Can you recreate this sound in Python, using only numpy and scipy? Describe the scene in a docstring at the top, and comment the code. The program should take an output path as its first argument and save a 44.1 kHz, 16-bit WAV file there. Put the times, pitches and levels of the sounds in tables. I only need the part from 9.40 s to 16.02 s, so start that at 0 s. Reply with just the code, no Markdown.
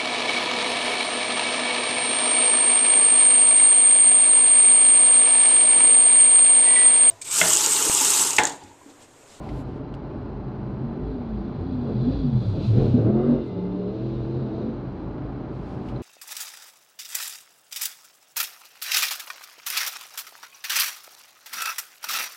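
"""Inside a van idling in a traffic queue. A twin-cylinder motorcycle filters past, on and off the throttle.
Its exhaust orders boom in the cab; uneven firings burble and pop alongside, then it pulls away.
Valve and chain clatter comes through the side window and rings the glass. The driver slides a hand
over a sheet of paper. Under it all: diesel hum, droning trim, rumble of the queue."""
import sys
import numpy as np
from scipy import signal
from scipy.fft import rfft, irfft, next_fast_len
from scipy.io import wavfile
from scipy.ndimage import uniform_filter1d, map_coordinates

SR = 44100
rng = np.random.default_rng(int(sys.argv[2]) if len(sys.argv) > 2 else 0)


def digitize_waveform(pressure):
    """Quantize a signal to 16-bit integers and store it at the path in sys.argv[1].

    Rows of a 2-D input are taken as channels; values are limited to [-1, 1].
    """
    field = np.atleast_2d(pressure).T
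    bounded = np.clip(field, -1, 1)
    quanta = np.round(bounded * 32767).astype(np.int16)
    wavfile.write(sys.argv[1], SR, quanta)


N = 291957
T = np.arange(N) / SR

# throttle twists: open/s, start rate/Hz, close/s, peak rate/Hz, rise exponent, opening/0-1
TWISTS = [(.12, 49, .3, 56, 0.83, .4), (1, 41.44, 1.2, 44.5, 1.01, 0.57),
          (1.33, 39.2, 1.45, 46.31, 1.04, 0.29), (1.53, 45.39, 1.69, 54.88, 1.08, 0.56),
          (1.99, 40.55, 2.28, 53.94, 1.09, 0.38), (2.6, 41.48, 2.755, 57.83, 0.89, 0.49),
          (3.15, 31.53, 3.26, 42.03, 1.086, 0.84), (3.34, 34.12, 3.42, 44.95, 0.61, 0.19),
          (3.65, 37.8, 3.95, 49.62, .65, 0.16), (4.16, 35.78, 4.46, 37.36, 1.1, 0.21),
          (4.48, 37.46, 4.525, 39.84, 1.024, .4), (4.55, 40.02, 4.75, 43.19, 1.63, 0.31),
          (4.85, 40.44, 5.0, 44.42, 0.95, .35), (5.11, 40.06, 5.255, 46, 1.77, 0.24)]
# exhaust reaching the cab between the cars: t/s, level/dB
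EXHAUST_LEVEL = [(.2, -58), (1, -43), (1.45, -33), (2.1, -41), (2.6, -27.5), (3.08, -26.5), (3.24, -26),
                 (3.29, -30), (3.6, -23.5), (3.96, -22.5), (4.05, -33), (4.6, -33.5), (5.05, -34.5),
                 (5.6, -42)]
# firing unevenness: t/s, roughness/0-1
ROUGHNESS = [(1.7, 0.08), (2.4, 0.25), (2.9, 0.3), (3.3, 0.13), (3.42, 0.34), (3.66, 0.34), (3.75, 0.1),
             (4.2, 0.12), (4.65, 0.12), (5.3, 0.24)]
# cab standing waves, for the low orders: f/Hz, gain/dB
CAB_RESPONSE = [(33, -16), (46, -19), (55, -9), (70, -7), (100, -7.5), (120, -2.5), (135, -2), (150, -9),
                (172, -12.5), (205, -2.5), (245, -1), (265, -2), (290, -5.5)]
# orders 1, 3, 5: full-throttle gain/dB, gain once past/dB
LOW_ORDER_GAINS = [(1, -11.5), (-5, -3.5), (-1.5, -3.5)]
# exhaust overtones: f/Hz, level/dB
BARK_SPECTRUM = [(200, 6.5), (260, 2.5), (330, 4), (400, 3), (460, -3), (530, -9), (590, -6), (670, -13),
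                 (735, -15.5), (800, -31), (870, -18.5), (950, -24.5), (1220, -25.5), (1800, -36)]
# one order booms in the cab: t/s, f/Hz, level/dB, half-width/s
BOOMS = [(.2, 262, -42, 0.043), (.37, 265, -41, 0.08), (1, 212, -40.5, 0.042), (1.431, 135, -31.5, 0.03),
         (1.69, 56, -42, 0.075), (1.418, 370, -46.5, 0.12), (1.667, 387, -41.5, 0.088),
         (1.69, 445, -41.5, 0.12), (1.96, 205, -37, 0.23), (2.064, 355, -40.5, 0.053),
         (2.201, 52, -37, 0.03), (2.359, 255, -33, 0.054), (2.604, 124, -25, 0.033),
         (2.684, 255, -21.5, 0.019), (2.737, 56, -36.5, 0.12), (2.86, 255, -30, 0.044),
         (2.865, 148, -29.5, 0.037), (2.96, 130, -25, 0.044), (3.082, 108, -23.5, 0.028),
         (3.288, 116, -18.5, 0.015), (3.327, 108, -16.5, 0.033), (3.372, 205, -25, 0.017),
         (3.384, 125, -19, 0.026), (3.42, 45, -28.5, 0.031), (3.756, 225, -26.5, 0.028),
         (3.8, 735, -40.5, 0.03), (3.87, 338, -40.5, 0.14), (3.82, 372, -32.5, 0.062),
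         (3.84, 512, -38.5, .07), (3.901, 590, -38, 0.032), (3.906, 242, -22, 0.038),
         (3.91, 145, -30, 0.054), (3.972, 48, -39, 0.036), (4.21, 860, -53, 0.1), (4.236, 180, -30, 0.1),
         (4.2, 400, -42, 0.11), (4.44, 190, -32, 0.081), (4.415, 595, -48, .07), (4.425, 410, -36.5, .08),
         (4.592, 445, -42, .06), (4.595, 645, -47, 0.062), (4.704, 210, -41, 0.061),
         (4.751, 128, -32.5, 0.18), (4.703, 335, -39.5, .08), (4.743, 560, -56, 0.065),
         (4.923, 340, -34, 0.055), (4.957, 480, -46, 0.098), (5.143, 320, -36.5, .04),
         (5.152, 651, -42.5, 0.044), (5.265, 505, -46.5, 0.11), (4.989, 131, -29, 0.064),
         (5.04, 212, -34, .03), (5.277, 228, -34.5, 0.04), (5.28, 275, -35.5, 0.024), (5.4, 130, -39, 0.21)]
# exhaust pulses: f/Hz, density/dB
THUD_SPECTRUM = [(25, -37), (50, -14.5), (80, 0), (125, 7.5), (170, -2), (240, -4.5), (330, -12),
                 (600, -79)]
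# gas noise: f/Hz, density/dB
RASP_SPECTRUM = [(100, -37), (200, 2), (380, 6.5), (480, 1), (600, -6.5), (780, -13), (950, -26),
                 (1400, -25.5), (1900, -35.5), (3000, -44.5), (5000, -60.5), (8000, -85)]
# uneven combustion: t/s, half-width/s, thud/dB, rasp/dB
SPUTTERS = [(2.204, 0.043, -30.5, -47), (2.327, 0.078, -34.5, -58), (2.505, 0.049, -34, -30.5),
            (2.709, 0.067, -32, -32), (3.046, 0.036, -29, -45), (3.199, 0.059, -27.5, -43),
            (3.419, 0.072, -26, -24), (3.596, 0.04, -24, -30.5), (3.684, 0.028, -27.5, -25.5),
            (3.932, 0.037, -52, -34.5), (4.99, 0.092, -41.5, -43.5), (5.218, 0.089, -43.5, -38.5)]
# exhaust pops: t/s, then level/dB for each of the three modes
POPS = [(3.474, -11.5, -20, -31.5), (3.505, -9, -29.5, -36), (3.537, -4.5, -4, -21),
        (3.589, -9.5, -14, -27.5), (3.642, -15.5, -28, -24)]
# cab modes: f/Hz, T60/s
POP_MODES = [(118, 0.16), (245, 0.15), (440, 0.069)]
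# gas rushes: t/s, half-width/s, f/Hz, bandwidth/Hz, level/dB
ROARS = [(3.41, .045, 740, 130, -43), (3.69, .03, 700, 160, -41), (3.83, .11, 1190, 200, -48.5)]
# clatter at the side window: t/s, level/dB
CLATTER_LEVEL = [(1.4, -86), (1.7, -74), (2.1, -69), (2.5, -66), (2.75, -59.5), (2.95, -63), (3.17, -58),
                 (3.26, -51.5), (3.33, -54), (3.44, -51.5), (3.7, -63), (3.92, -59.5), (4.3, -65),
                 (4.7, -61), (5.25, -66), (5.6, -73.5)]
# clatter through the window: f/Hz, density/dB
CLATTER_SPECTRUM = [(800, -38), (1800, -13.5), (2500, 1), (3200, -1), (4100, 1), (4400, -4), (5000, -8),
                    (5600, -15), (7000, -25), (12000, -60.5)]
# side glass: f/Hz, bandwidth/Hz, approaching/dB, leaving/dB, van idle/dB
GLASS_BANDS = [(3340, 75, 0, -20, -14), (3550, 150, -4.5, -12.5, -17.5), (3730, 120, -6.5, -2.5, -13),
               (4044, 110, 0, 1, 2.5), (4167, 110, -5, -7, -3), (4620, 220, -4.5, -8.5, -4.5),
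               (5270, 250, -19, -19.5, -26.5), (6050, 120, -25.5, -17.5, -25)]
# glass sings at rev peaks: t/s, half-width/s, level/dB
GLASS_SWELLS = [(1.709, 0.064, -71), (2.73, 0.085, -59), (3.247, 0.027, -58), (4.65, 0.17, -75.5),
                (5.171, 0.19, -68.5)]
# tyre hiss: t/s, half-width/s, level/dB
TYRE_SWELLS = [(2.954, 0.56, -76), (3.082, 0.07, -73.5), (3.27, 0.046, -69), (3.42, 0.2, -69),
               (4.744, 0.23, -81), (5.22, 0.18, -88.5)]
# tyre hiss: f/Hz, density/dB
TYRE_SPECTRUM = [(2500, -35.5), (4800, 3.5), (6000, 0.5), (6800, -2), (8000, -7), (10000, -11),
                 (11600, -11.5), (13000, -26)]
# hand on paper: start/s, end/s, rub/dB, fine hiss/dB
STROKES = [(0.037, 0.202, -59.5, -73.5), (0.188, 0.22, -77.5, -70), (0.257, 0.383, -68, -92),
           (4.07, 4.085, -72, -80), (6.15, 6.62, -66.5, -98), (6.288, 6.345, -70, -89.5),
           (6.481, 6.503, -65, -80.5)]
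# paper rub and crinkle: f/Hz, density/dB
PAPER_SPECTRUM = [(900, -10.5), (2200, 5), (3200, 2.5), (5000, -2.5), (6400, -9.5), (7800, -13),
                  (9500, -18.5), (11300, -19), (13000, -28)]
# fine paper hiss: f/Hz, density/dB
SHEEN_SPECTRUM = [(4000, -29), (7400, 1), (9000, -8), (11100, -3), (13000, -12.5)]
# paper flexing: t/s, snap/dB, snap f/Hz, snap T60/s, crinkle/dB, crinkle T60/s
PAPER_TICKS = [(0.0901, -37, 2050, 0.016, -51, 0.081), (0.5404, -38, 2930, .006, -49, 0.023),
               (0.547, -56, 4180, .006, -56, 0.056), (6.487, -45, 2800, .02, -51, 0.066),
               (6.5615, -44, 4080, 0.023, -66, 0.017), (6.572, -53, 3950, .02, -70, .02)]
# van idle: firing order, level/dB
IDLE_ORDERS = [(1, -56.5), (2, -43), (3, -43.5), (4, -59.5), (5, -40), (6, -49.5), (7, -42), (9, -54.5),
               (11, -50), (14, -49.5)]
# belt whines: f/Hz, level/dB
BELT_WHINES = [(333.8, -48), (386, -54), (420, -49.5), (748, -61)]
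# second-order idle shudder: t/s, half-width/s, level/dB
SHUDDERS = [(.14, .05, -37), (.28, .035, -34), (1.06, .03, -38), (6.55, .05, -49)]
# trim panels: f/Hz, bandwidth/Hz, level/dB
TRIM_BANDS = [(598, 51, 2), (762, 55, -0.5), (862, 65, -2), (1024, 84, -6)]
# trim drone re rumble: t/s, level/dB
TRIM_LEVEL = [(0, -7.5), (.3, -14.5), (4, -17.5), (6.62, -15.5)]
# idle and queue rumble: t/s, level/dB
RUMBLE_LEVEL = [(0, -35), (1.3, -34.5), (2.5, -35), (4.15, -39), (5, -36), (5.7, -34), (6.62, -33)]
# rumble in the cab: f/Hz, density/dB
RUMBLE_SPECTRUM = [(12, -39.5), (24, -20), (36, -14.5), (46, 2.5), (70, -8.5), (120, 4), (170, -3.5),
                   (280, 1.5), (470, -10), (700, -14), (1400, -22.5), (1850, -32), (2700, -36.5),
                   (4800, -47), (12000, -83.5)]
# traffic swells in the main cab mode: t/s, half-width/s, level/dB
SURGES = [(5.751, 0.068, -43), (6.17, 0.059, -40), (6.56, 0.13, -36)]

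FIRING_GAP_CYCLES = 3 / 8


def motorcycle():
    """One unsteady crankshaft drives exhaust and clatter; the tone hardens as the pipes face the cab."""
    pass_s, turn_s = 3.546, 0.16
    rate_hz, throttle = riding()
    cycle = np.cumsum(rate_hz * (1 + .005 * wobble(35))) / SR
    near = amp(curve(EXHAUST_LEVEL)) * within(EXHAUST_LEVEL, fade_s=0.36)
    past = (1 + np.tanh((T - pass_s) / turn_s)) / 2
    pipes = exhaust(rate_hz, cycle, throttle, past, near) + burble(cycle, throttle, past, near)
    pipes = pipes + pops() + roars()
    window = (clatter(cycle, throttle) + tyres()) * within(CLATTER_LEVEL, fade_s=.25)
    return pipes + window + gears()


def riding():
    """Cycle rate and throttle: revs climb while it is open, then sink until the next twist."""
    flywheel_s, throttle_s, coast_exponent = .025, 0.0069, 1.2
    end_s, end_hz = 5.75, 38
    rate_hz, throttle = np.full(N, float(TWISTS[0][1])), np.zeros(N)
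    following = [row[:2] for row in TWISTS[1:]] + [(end_s, end_hz)]
    for twist, (next_s, next_hz) in zip(TWISTS, following):
        open_s, low_hz, close_s, high_hz, exponent, opening = twist
        rate_hz += (high_hz - low_hz) * ramp(open_s, close_s) ** exponent
        rate_hz -= (high_hz - next_hz) * (1 - (1 - ramp(close_s, next_s)) ** coast_exponent)
        throttle += opening * ((T >= open_s) & (T < close_s))
    return eased(rate_hz, flywheel_s), eased(throttle, throttle_s)


def exhaust(rate_hz, cycle, throttle, past, near):
    """Orders of two unevenly spaced firings; the pipes partly cancel some, the cab booms on others."""
    pull_db, base_db, rear_db = -20.5, -24.5, -12
    mismatch, jitter_cycles, wander_rad = 0.26, .026, .4
    gains = {}
    for k, (throttle_db, past_db) in zip((1, 3, 5), LOW_ORDER_GAINS):
        cab_db = along(CAB_RESPONSE, k * rate_hz)
        gains[k] = near * amp(cab_db + throttle_db * throttle + past_db * past + 2 * wobble(20))
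    bark = near * (amp(pull_db) * throttle + amp(base_db) + amp(rear_db) * past)
    for k in range(6, 41):
        uncancelled = mismatch + (1 - mismatch) * np.cos(np.pi * k * FIRING_GAP_CYCLES) ** 4
        waver_db = 3 * wobble(12) + 2 * wobble(28)
        gains[k] = bark * uncancelled * amp(along(BARK_SPECTRUM, k * rate_hz) + waver_db)
    for t_s, hz, db, half_s in BOOMS:
        nearest = min(gains, key=lambda k: abs(k * np.interp(t_s, T, rate_hz) - hz))
        gains[nearest] += amp(db) * swell(t_s, half_s)
    strength = 1 + firing_scatter(cycle)
    uneven = cycle + jitter_cycles * firing_scatter(cycle)
    # reflections off the queued cars shift each order's phase
    return strength * sum(gain * tone(k * uneven, wander_rad) for k, gain in gains.items())


def firing_scatter(cycle):
    """Combustion unevenness: two random values a cycle, interpolated."""
    return curve(ROUGHNESS) * map_coordinates(rng.standard_normal(N), [2 * cycle], order=1)


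def burble(cycle, throttle, past, near):
    """Firings above or below mean strength thud in the cab, over pulsing gas noise."""
    base_thud_db, past_thud_db, cab_t60_s = -12.5, -6, .12
    pull_db, base_db, rear_db = -21, -18, -12.5
    thud_gain = near * amp(base_thud_db + past_thud_db * past)
    rasp_gain = near * (amp(pull_db) * throttle + amp(base_db) + amp(rear_db) * past)
    for t_s, half_s, thud_db, rasp_db in SPUTTERS:
        thud_gain += amp(thud_db) * swell(t_s, half_s)
        rasp_gain += amp(rasp_db) * swell(t_s, half_s)
    count = np.floor(cycle) + np.floor(cycle + FIRING_GAP_CYCLES)
    firings = np.diff(count, prepend=count[0])
    cab_tail = (rng.standard_normal(N) * amp(-60 * T / cab_t60_s))[:SR // 5]
    pulses = signal.fftconvolve(firings * np.sign(rng.standard_normal(N)), cab_tail)[:N]
    thud = thud_gain * coloured(pulses, THUD_SPECTRUM)
    rasp = rasp_gain * coloured(puffs(2 * cycle, depth=0.089), RASP_SPECTRUM)
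    return thud + rasp


def pops(attack_s=0.0075):
    """Exhaust pops alongside ring the cab's standing waves."""
    out = np.zeros(N)
    for t_s, *levels_db in POPS:
        age_s = np.maximum(T - t_s, 0)
        onset = 1 - np.exp(-age_s / attack_s)
        for db, (hz, t60_s) in zip(levels_db, POP_MODES):
            out += onset * amp(db - 60 * age_s / t60_s) * np.sin(2 * np.pi * hz * age_s)
    return out


def roars():
    """Short gas rushes, each ringing one upper band of the cab."""
    return sum(amp(db) * swell(t_s, half_s) * ringing(rng.standard_normal(N), [(hz, width_hz, 0)])
               for t_s, half_s, hz, width_hz, db in ROARS)


def clatter(cycle, throttle):
    """Valve and chain noise, direct and ringing in the side glass."""
    pull_db, ring_db, cleared_db = 2, 2.2, -8.5
    level_db = curve(CLATTER_LEVEL)
    direct = amp(level_db + pull_db * throttle) * coloured(puffs(2 * cycle, depth=0.068), CLATTER_SPECTRUM)
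    cleared = ramp(3.083, 3.42)  # engine leaves the window
    ring_gain = amp(level_db + ring_db + cleared_db * cleared) + swells(GLASS_SWELLS)
    # struck from the other side, the glass favours other bands
    rattle = puffs(2 * cycle, depth=0.088)
    coming = ringing(rattle, [(hz, width, db) for hz, width, db, _, _ in GLASS_BANDS])
    going = ringing(rattle, [(hz, width, db) for hz, width, _, db, _ in GLASS_BANDS])
    glass = (1 - cleared) * coming + cleared * going
    return direct + ring_gain * amp(1.5 * wobble(10)) * glass


def tyres():
    """Swells of tyre hiss through the side window."""
    return swells(TYRE_SWELLS) * coloured(rng.standard_normal(N), TYRE_SPECTRUM)


def gears(peak_s=3.85, rise_s=0.29, peak_db=-59.5, fade_db_per_s=18):
    """Gear whine on pulling away: three narrow noise bands."""
    gain = ramp(peak_s - rise_s, peak_s) * amp(peak_db - fade_db_per_s * np.maximum(T - peak_s, 0))
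    return gain * ringing(rng.standard_normal(N), [(2065, 81, 0), (2820, 110, -4), (3600, 80, -4)])


def paper(attack_s=0.05, release_s=0.025, snap_attack_s=.0002):
    """Grainy friction of a hand on the sheet, which snaps and crinkles as it flexes."""
    rub = coloured(rng.standard_normal(N) * amp(0.82 * wobble(300)), PAPER_SPECTRUM)
    sheen = coloured(rng.standard_normal(N), SHEEN_SPECTRUM)
    out = np.zeros(N)
    for start_s, end_s, rub_db, hiss_db in STROKES:
        stroke = ramp(start_s - attack_s, start_s) * (1 - ramp(end_s, end_s + release_s))
        out += stroke * (amp(rub_db) * rub + amp(hiss_db) * sheen)
    grain = coloured(rng.standard_normal(N), PAPER_SPECTRUM)
    for t_s, snap_db, hz, snap_t60_s, crinkle_db, crinkle_t60_s in PAPER_TICKS:
        age_s = np.maximum(T - t_s, 0)
        snap = amp(snap_db - 60 * age_s / snap_t60_s) * np.sin(2 * np.pi * hz * age_s)
        crinkle = amp(crinkle_db - 60 * age_s / crinkle_t60_s) * grain
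        out += (1 - np.exp(-age_s / snap_attack_s)) * (snap + crinkle)
    return out


def van(firing_hz=26.8, hum_db=-4, glass_db=-38):
    """Diesel idle shakes trim and glass over the rumble of the queue."""
    level_db = curve(RUMBLE_LEVEL)
    cycle = np.cumsum(firing_hz * (1 + 0.002893 * wobble(5))) / SR
    hum = amp(hum_db - level_db.mean()) * idle_hum(cycle, firing_hz)
    rumble = amp(0.41 * wobble(5.2)) * coloured(puffs(cycle, depth=0.071), RUMBLE_SPECTRUM)
    trim = amp(curve(TRIM_LEVEL)) * ringing(puffs(cycle, depth=0.12), TRIM_BANDS)
    idle_bands = [(hz, width, db) for hz, width, _, _, db in GLASS_BANDS]
    glass = amp(glass_db) * ringing(puffs(cycle, depth=0.1), idle_bands)
    return amp(level_db) * (hum + rumble + trim + glass)


def idle_hum(cycle, firing_hz, waver_db=2.3, throb_db=4):
    """Firing orders and belt whines waver; the second order throbs unevenly."""
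    orders = IDLE_ORDERS + [(hz / firing_hz, db) for hz, db in BELT_WHINES]
    gains = {k: amp(db + waver_db * wobble(4.4)) for k, db in orders}
    gains[2] = gains[2] * amp(throb_db * wobble(9)) + swells(SHUDDERS)
    return sum(gain * tone(k * cycle) for k, gain in gains.items())


def traffic(mode_hz=124.7, width_hz=24):
    """Traffic rumble surges in the cab's main standing wave."""
    return swells(SURGES) * ringing(rng.standard_normal(N), [(mode_hz, width_hz, 0)])


def amp(db):
    """dB to gain."""
    return 10 ** (np.asarray(db) / 20)


def unit(x):
    """Scale to rms 1."""
    return x / np.sqrt(np.mean(x ** 2) + 1e-20)


def along(points, hz):
    """Interpolate (f/Hz, level/dB) on a log axis."""
    f, db = np.transpose(points)
    return np.interp(np.log(hz + 1), np.log(f + 1), db)


def curve(rows):
    """Interpolate (t/s, value) per sample."""
    return np.interp(T, *np.transpose(rows))


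def within(rows, fade_s):
    """1 while a curve lasts, fading to 0 outside."""
    start_s, end_s = rows[0][0], rows[-1][0]
    return np.interp(T, [start_s - fade_s, start_s, end_s, end_s + fade_s], [0, 1, 1, 0])


def ramp(start_s, end_s):
    """Linear rise, 0 to 1."""
    return np.clip((T - start_s) / (end_s - start_s), 0, 1)


def eased(x, span_s):
    """Moving average."""
    return uniform_filter1d(x, max(1, int(span_s * SR)))


def swell(t_s, half_s):
    """Bell curve, 1/e at half_s from its peak."""
    return np.exp(-((T - t_s) / half_s) ** 2)


def swells(rows):
    """Sum of bells (t/s, half-width/s, level/dB)."""
    return sum(amp(db) * swell(t_s, half_s) for t_s, half_s, db in rows)


def wobble(knots_per_s):
    """Smooth random curve."""
    return map_coordinates(rng.standard_normal(int(N * knots_per_s / SR) + 4), [T * knots_per_s])


def tone(cycle, wander_rad=0):
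    """Sine at rms 1, random start phase, optional phase wander."""
    phase = 2 * np.pi * (cycle + rng.random())
    if wander_rad:
        phase += wander_rad * wobble(16)
    return np.sqrt(2) * np.sin(phase)


def puffs(cycle, depth):
    """Noise swelling once a cycle."""
    return rng.standard_normal(N) * np.exp(depth * np.cos(2 * np.pi * cycle))


def filtered(x, response):
    """FFT filter with gain response(hz)."""
    size = next_fast_len(N + SR // 2)
    return irfft(rfft(x, size) * response(np.fft.rfftfreq(size, 1 / SR)), size)[:N]


def coloured(x, spectrum):
    """x through (f/Hz, level/dB), at rms 1."""
    return unit(filtered(x, lambda hz: amp(along(spectrum, hz))))


def ringing(x, bands):
    """x through mode clusters (f/Hz, bandwidth/Hz, level/dB), at rms 1."""
    def response(hz):
        return sum(amp(db) / np.sqrt(1 + (2 * (hz - mid) / width) ** 6) for mid, width, db in bands)
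    return unit(filtered(x, response))


def scene():
    """Mono mix in the cab."""
    return (van() + traffic() + motorcycle() + paper())[None]


def record(dry):
    """Brick-wall low-pass."""
    top_hz = 13100
    return np.array([filtered(x, lambda hz: hz < top_hz) for x in dry])


dry = scene()
out = record(dry)
digitize_waveform(out)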